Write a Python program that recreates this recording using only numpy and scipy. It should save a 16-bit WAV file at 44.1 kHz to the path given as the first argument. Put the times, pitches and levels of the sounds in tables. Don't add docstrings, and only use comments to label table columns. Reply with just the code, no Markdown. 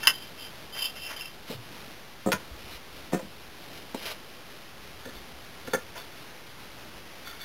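import sys
import numpy as np
from scipy import signal
from scipy.fft import rfft, irfft, next_fast_len
from scipy.io import wavfile
from scipy.ndimage import map_coordinates

SR = 44100
rng = np.random.default_rng(int(sys.argv[2]) if len(sys.argv) > 2 else 0)


def store_wav(level_fs):
    pcm = np.round(np.clip(np.atleast_2d(level_fs), -1, 1) * 32767)
    wavfile.write(sys.argv[1], SR, pcm.T.astype(np.int16))


def volts(x):
    e = np.asarray(x, float) / 20
    return 10 ** e


N = 328104

# centre in Hz, width in Hz, level in dB.
SHARD_MODES = [(1080, 28, -12.5), (1262, 60, -10.5), (1535, 68, -9.5), (1920, 95, -5), (2110, 37, -8),
               (2709, 58, 2), (3020, 56, 4), (3574, 75, -11), (3960, 130, -22)]
SHARD_LOW_MODES = [(2720, 63, -1), (2900, 120, -13.5)]
SHARD_HIGH_MODES = [(3043, 55, -3.5), (3118, 55, 0), (3500, 200, -17)]
BRICK_MODES = [(905, 58, -9.5), (1108, 51, -13), (1405, 35, 1), (1754, 29, 2), (2200, 53, -7.5),
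               (3500, 45, -12.5)]
HELD_BRICK_MODES = [(1409, 68, -4.5), (1835, 39, -3), (2188, 48, -4), (3500, 34, 5.5)]
FREE_BRICK_MODES = [(3500, 44, 0)]
CHUNK_MODES = [(557, 140, 4.5), (685, 120, 1), (993, 65, 2), (1136, 85, -6.5), (1420, 61, -0.5),
               (1606, 13, -1), (1787, 39, -7.5), (2120, 23, -5.5), (2490, 150, -23.5), (2630, 41, -2),
               (3500, 43, -22)]
SHELF_MODES = [(129, 69, -10.5), (208.4, 36, 0), (322, 33, -3), (414, 35, -8.5), (534, 25, -4.5),
               (716, 29, -7.5), (982, 80, -18.5), (1247, 27, -10), (1820, 120, -22)]
STACK_MODES = [(236.4, 82, -10), (415, 65, -5), (504, 60, -0.5), (700, 72, -9), (897, 70, -13)]

# time in seconds, peak in dB, chatter t60 in seconds, brightness in dB per octave.
SHARD_HITS = [
    (.0708, -2.8, .0074, 2.5),
    (.0768, -8, .015, 0.5),
    (.0825, -11.5, .03, 1.5),
    (.0945, -19.5, 0.07, -4.5),
    (.108, -27, 0.039, -1.5),
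]
BRICK_HITS = [
    (.029, -24.5, .05, 2.5),
    (.041, -28, 0.046, 1.5),
    (.056, -29, .073, -3),
    (5.05, -34, 0.057, 4.5),
    (5.09, -39, 0.12, 2),
    (5.671, -31, .06, -4),
    (5.732, -17.5, .04, -1),
    (5.742, -18, 0.061, -3),
    (5.78, -40, .12, 1.5),
]
SHELF_HITS = [
    (2.257, -16.5, 0.097, 2.5),
    (2.268, -16, .026, 2.5),
    (2.283, -20, 0.051, 4.5),
    (2.33, -24, 0.085, -6),
    (3.128, -14, .041, 1.5),
    (3.141, -15, .03, 1.5),
    (3.152, -22, .03, 1.5),
    (3.22, -36.5, 0.4, -6.5),
]
STACK_HITS = [
    (1.496, -27, 0.11, -5.5),
    (3.119, -26, 0.06, 3.5),
    (3.186, -32, .09, 0),
    (3.944, -22, 0.019, -1.5),
    (5.053, -35, .22, -3.5),
    (5.672, -28, 0.071, -7),
    (5.732, -17.5, .037, -1.5),
    (5.743, -20, .045, -2.5),
    (5.762, -31, .09, -7),
]
# time in seconds, peak in dB, chatter t60 in seconds,
# brightness in dB per octave, contact hardness in Hz.
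CHUNK_HITS = [(.756, -36.5, .074, 5, 2007), (1.106, -34.5, .08, 4, 2200), (2.318, -12.5, .058, 2.5, 2670),
              (2.33, -17.5, .06, -2, 3500), (2.364, -36.5, .06, 0.5, 1620), (3.128, -29, .15, 4, 3000),
              (3.945, -31.5, .073, 8, 6000), (5.671, -32.5, .024, 9.5, 5994), (5.955, -34, .06, 4, 1500),
              (5.967, -29, .012, 2, 6000), (5.976, -32, .03, 2, 6000), (3.192, -34, .07, 1.5, 2000)]

# time in seconds, peak in dB, and chatter t60 in seconds if crisper than usual.
HIGH_TAPS = [(.0433, -27), (.1198, -31.5), (.1348, -35), (.4098, -39.5), (.4466, -44.5), (.7527, -31.5),
             (.7866, -31), (.8, -30.5), (.8192, -33.5), (.838, -31), (.8468, -25), (.8855, -39),
             (.9651, -41), (1.0166, -38.5), (1.0938, -39), (1.1545, -33), (1.1773, -35), (1.2094, -48)]
LOW_TAPS = [(.7978, -36), (.8184, -33.5), (.838, -27), (.8611, -35), (.971, -42), (1.0333, -35),
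            (1.0603, -33.5), (1.0902, -37), (1.2057, -28.5), (1.2468, -32), (1.2725, -44)]
HELD_BRICK_TAPS = [(5.995, -46), (7.245, -41.5), (7.271, -31, .025), (7.29, -42), (7.32, -40), (7.403, -38),
                   (7.43, -37.5)]
FREE_BRICK_TAPS = [(5.05, -42), (5.085, -42.5), (5.146, -42), (5.708, -42), (5.733, -29, .035),
                   (5.977, -36), (6.006, -37.5), (7.261, -37), (7.292, -39), (7.304, -42), (7.39, -41.5),
                   (7.41, -37.5), (7.425, -37)]

# chatter t60 in seconds, brightness in dB per octave,
# contact hardness in Hz, rise in seconds.
TOUCH = dict(shard=(.03, 0, 6100, .0012), high=(0.13, -0.5, 6000, .004), low=(0.07, 0, 6000, .0035),
         brick=(.06, 0, 4503, .003), sing=(-0.24, 0.5, 2500, .0025), top=(0.1, 0, 6000, .0022),
         shelf=(.05, 0, 848, .0038), stack=(.06, 0, 1048, .0035), chunk=(.06, 0, 3000, .0014))

# start, firmest and end in seconds, high mode in dB,
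# low mode over it in dB.
SHARD_RUB = [(0, .04, 0.044, -43, 1), (.13, .155, 0.24, -49, -12), (.18, .235, .31, -51, -8),
             (.36, .418, 0.51, -44, -3.5), (.725, .785, 0.88, -38, -7), (.79, .85, 0.92, -41, 1),
             (.93, .965, 1.04, -51.5, 1), (.97, 1.082, 1.11, -44, 2.5), (1.11, 1.185, 1.34, -47, -3)]
# start, firmest and end in seconds (in any order),
# level in dB.
BRICK_RUB = [(5.77, 5.825, 5.4, -52.5), (5.85, 5.944, 6, -56), (6.09, 6.135, 6.22, -52),
             (6.6, 6.646, 6.57, -48.5), (7.225, 7.272, 7.36, -46), (7.36, 7.44, 7.47, -43.5)]
SCUFF = [(.362, .398, 0.4, -49), (.43, .456, .505, -51), (.735, .756, .91, -43), (.95, .964, 1.0, -43.5),
         (1.03, 1.112, 1.15, -39), (1.1, 1.18, 1.3, -45), (5.925, 5.974, 6.05, -43), (6.19, 6.2, 6.26, -51),
         (6.262, 6.272, 6.4, -49.5), (6.35, 6.62, 6.78, -56.5), (6.765, 6.81, 6.84, -48.5),
         (6.83, 7.0, 7.012, -56), (7.04, 7.166, 7.205, -50)]
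SWISH = [(1.468, 1.515, 1.565, -39.5), (2.585, 2.594, 2.625, -50), (2.62, 2.75, 2.78, -45.5),
         (3.58, 3.774, 3.86, -52.5), (3.84, 3.928, 3.935, -56), (3.95, 4.026, 4.04, -44.5),
         (4.025, 4.061, 4.13, -38), (4.07, 4.118, 4.142, -41.5)]

# frequency in Hz, level in dB per Hz.
GRIT = [(250, -22), (600, -1.5), (1000, -5.5), (1600, -0.5), (2200, -1.5), (3000, -5), (4000, -11.5)]
GLOVE = [(150, -15), (530, -2.5), (900, -5.5), (1320, -5), (1800, -5), (2320, -0.5), (2650, -4),
         (2980, 2.5), (3400, -4.5), (4000, -2.5), (4500, -5)]
LEAVES = [(40, -6), (150, 0.5), (400, -1), (1000, -5), (2000, -6.5), (3200, -5.5), (4500, -11.5)]

# time in seconds, level in dB, pitch in Hz.
THUMPS = [(1.545, -38, 120.5), (1.566, -39.5, 118.8), (1.584, -42.5, 119), (2.34, -40, 95),
          (2.508, -35, 61.7), (2.742, -46, 55.9), (2.93, -47, 39), (5.15, -43, 48.6), (5.33, -44.5, 65),
          (6.68, -49, 45), (6.95, -48, 55)]
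# delay in seconds, level in dB.
WALLS = [(.0045, -15), (0.0116, -13.5), (0.015, -15), (0.026, -18.5), (0.032, -18.5)]
# time in seconds, wind level in dB.
GUSTS = [(0, -65.5), (.7, -63), (1.3, -64.5), (2.07, -67.5), (2.42, -58), (3.58, -63.5), (4.5, -67),
         (4.93, -59.5), (5.7, -61), (6.3, -65), (6.8, -57.5), (7.1, -63), (7.44, -63.5)]

USUAL_DB, QUICKEN = -20, .3
RISE_SHARE = .07
EDGE_DB, ROUND = 14, 1.3
LEAF_DB, CALM_DB, LEAF_SHARE = -48.5, -64, .12
STIR_DB, STIR_S = 5, 0.09
CLOCK_HZ, STEP = 8001.45, .00765
TOP_HZ = 15800


def unit(x):
    return x / np.sqrt(np.mean(x ** 2) + 1e-20)


def filtered(x, response):
    m = next_fast_len(len(x) + 2048)
    spectrum = rfft(x, m) * response(np.fft.rfftfreq(m, 1 / SR))
    return irfft(spectrum, m)[:len(x)]


def colour(points):
    hz_points, db = np.transpose(points)
    return lambda hz: volts(np.interp(np.log(hz + 1), np.log(hz_points), db, -80, -80))


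def wobble(rate):
    knots = rng.standard_normal(int(N * rate / SR) + 4)
    return map_coordinates(knots, [np.arange(N) * rate / SR])


def body(modes, dull_db, slope_db=0, cut_hz=6000):
    def response(f):
        ring = 0
        for k, (centre, width, db) in enumerate(modes):
            mode = 1j * f * width / (centre * centre - f * f + 1j * f * width)
            ring = ring + (-1) ** k * volts(db) * mode
        broad = volts(dull_db) * 1j * f * 2500 / (1500 ** 2 - f * f + 1j * f * 2500)
        order = slope_db / (20 * np.log10(2))
        tilt = ((f + 60) / 1000) ** order * 1j ** order / (1 + (f / 5000) ** 8)
        softness = 1 - (f / cut_hz) ** 2 + 1.4j * f / cut_hz
        return (ring + broad) * tilt / softness
    return response


def grains(count, spike_db):
    size = volts(spike_db * rng.exponential(size=count // 8 + 1)).repeat(8)[:count]
    return unit(size * rng.standard_normal(count))


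def hits(table, modes, touch, dull_db, blow, gain_db):
    out = np.zeros(N + SR)
    t = np.arange(SR // 7) / SR
    for start, db, *own in table:
        t60, slope_db, cut_hz, rise = (*own, *TOUCH[touch][len(own):])
        t60 = abs(t60)
        quick_rise = abs(rise) * volts(QUICKEN * (USUAL_DB - db))
        rise = min(quick_rise, RISE_SHARE * t60)
        force = grains(len(t), spike_db=3) * volts(-60 * t / t60) * (1 - np.exp(-t / rise))
        force[round(rise * SR)] += blow
        sound = filtered(force, body(modes, dull_db, slope_db, cut_hz))
        out[round(start * SR):][:len(t)] += volts(db + gain_db) * sound / np.abs(sound).max()
    return out[:N]


def strokes(table, lower):
    t = np.arange(0, N / SR, .001)
    gain = 0
    for row in table:
        away = np.interp(t, np.sort(row[:3]), [1, 0, 1], 9, 9)
        db = row[3] + (row[4] if lower else 0)
        gain = gain + volts(db - EDGE_DB * away ** ROUND)
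    return np.interp(np.arange(N) / SR, t, gain)


def rub(table, response, clump_db, gain_db, lower=False):
    force = grains(N, spike_db=0.5) * volts(clump_db * wobble(45))
    return volts(gain_db) * strokes(table, lower) * unit(filtered(force, response))


def shard():
    clink = hits(SHARD_HITS, SHARD_MODES, 'shard', -19.0, blow=20, gain_db=2.5)
    high_taps = hits(HIGH_TAPS, SHARD_HIGH_MODES, 'high', -36, blow=2.5, gain_db=-2.0)
    low_taps = hits(LOW_TAPS, SHARD_LOW_MODES, 'low', -34, blow=2.5, gain_db=0.5)
    high_rub = rub(SHARD_RUB, body(SHARD_HIGH_MODES, -32.0), clump_db=-1.0, gain_db=1.0)
    low_rub = rub(SHARD_RUB, body(SHARD_LOW_MODES, -30.5), clump_db=2.0, gain_db=1.0, lower=True)
    return clink + high_taps + low_taps + high_rub + low_rub


def bricks():
    knocks = hits(BRICK_HITS, BRICK_MODES, 'brick', -29.0, blow=11, gain_db=1.0)
    chunks = hits(CHUNK_HITS, CHUNK_MODES, 'chunk', -10.5, blow=5.15, gain_db=2.5)
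    held_taps = hits(HELD_BRICK_TAPS, HELD_BRICK_MODES, 'sing', -28.5, blow=3.4, gain_db=1.5)
    free_taps = hits(FREE_BRICK_TAPS, FREE_BRICK_MODES, 'top', -33.5, blow=5.1, gain_db=-0.5)
    slides = rub(BRICK_RUB, body(HELD_BRICK_MODES, -24.5, -3.0), clump_db=3.0, gain_db=-0.2)
    scuffs = rub(SCUFF, colour(GRIT), clump_db=-0.5, gain_db=-1.0)
    return knocks + chunks + held_taps + free_taps + slides + scuffs


def planks():
    shelf = hits(SHELF_HITS, SHELF_MODES, 'shelf', -37.5, blow=29, gain_db=1.0)
    return shelf + hits(STACK_HITS, STACK_MODES, 'stack', -24.5, blow=8, gain_db=0.8)


def glove():
    return rub(SWISH, colour(GLOVE), clump_db=2.0, gain_db=2.5)


def shed(x):
    t = np.arange(SR // 4) / SR
    tail = rng.standard_normal(len(t)) * volts(-60 * t / 0.22)
    answer = volts(-19) * tail / np.sqrt(SR * 0.017)
    answer[0] = 1
    for delay, db in WALLS:
        answer[round(delay * SR)] += volts(db)
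    return signal.fftconvolve(x, answer / np.linalg.norm(answer))[:N]


def footfalls():
    out = np.zeros(N + SR)
    t = np.arange(SR // 8) / SR
    swell = t / .012 * np.exp(-t / .012)
    for start, db, hz in THUMPS:
        out[round(start * SR):][:len(t)] += volts(db + 7.5) * np.sin(2 * np.pi * hz * t) * swell
    return out[:N]


def woods():
    t = np.arange(N) / SR
    wind_db = np.interp(t, *np.transpose(GUSTS))
    leaf_db = LEAF_DB + LEAF_SHARE * (wind_db - CALM_DB) + STIR_DB * np.exp(-t / STIR_S)
    leaves = unit(filtered(rng.standard_normal(N), colour(LEAVES)))
    rumble = colour([(15, -8.0), (40, -0.5), (90, -0.5), (160, -16.5)])
    wind = unit(filtered(rng.standard_normal(N), rumble))
    leaves *= volts(leaf_db + 0.99 * wobble(7) + 0.5 * wobble(25))
    return leaves + wind * volts(wind_db + 2.5 * wobble(6))


def scene():
    handling = shard() + bricks() + planks() + glove()
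    return (shed(handling) + footfalls() + woods())[None]


def low_pass(x):
    return signal.sosfilt(signal.butter(12, 16510, fs=SR, output="sos"), x)


def record(dry):
    tick = np.floor(np.arange(N) * CLOCK_HZ / SR)
    sampled = map_coordinates(dry[0], [tick * SR / CLOCK_HZ], order=1)
    steps = np.clip(np.floor(sampled / STEP + .04), -112, 112)
    held = filtered(STEP * steps, lambda hz: hz < TOP_HZ)
    return low_pass(held[None])


dry = scene()
out = record(dry)
store_wav(out)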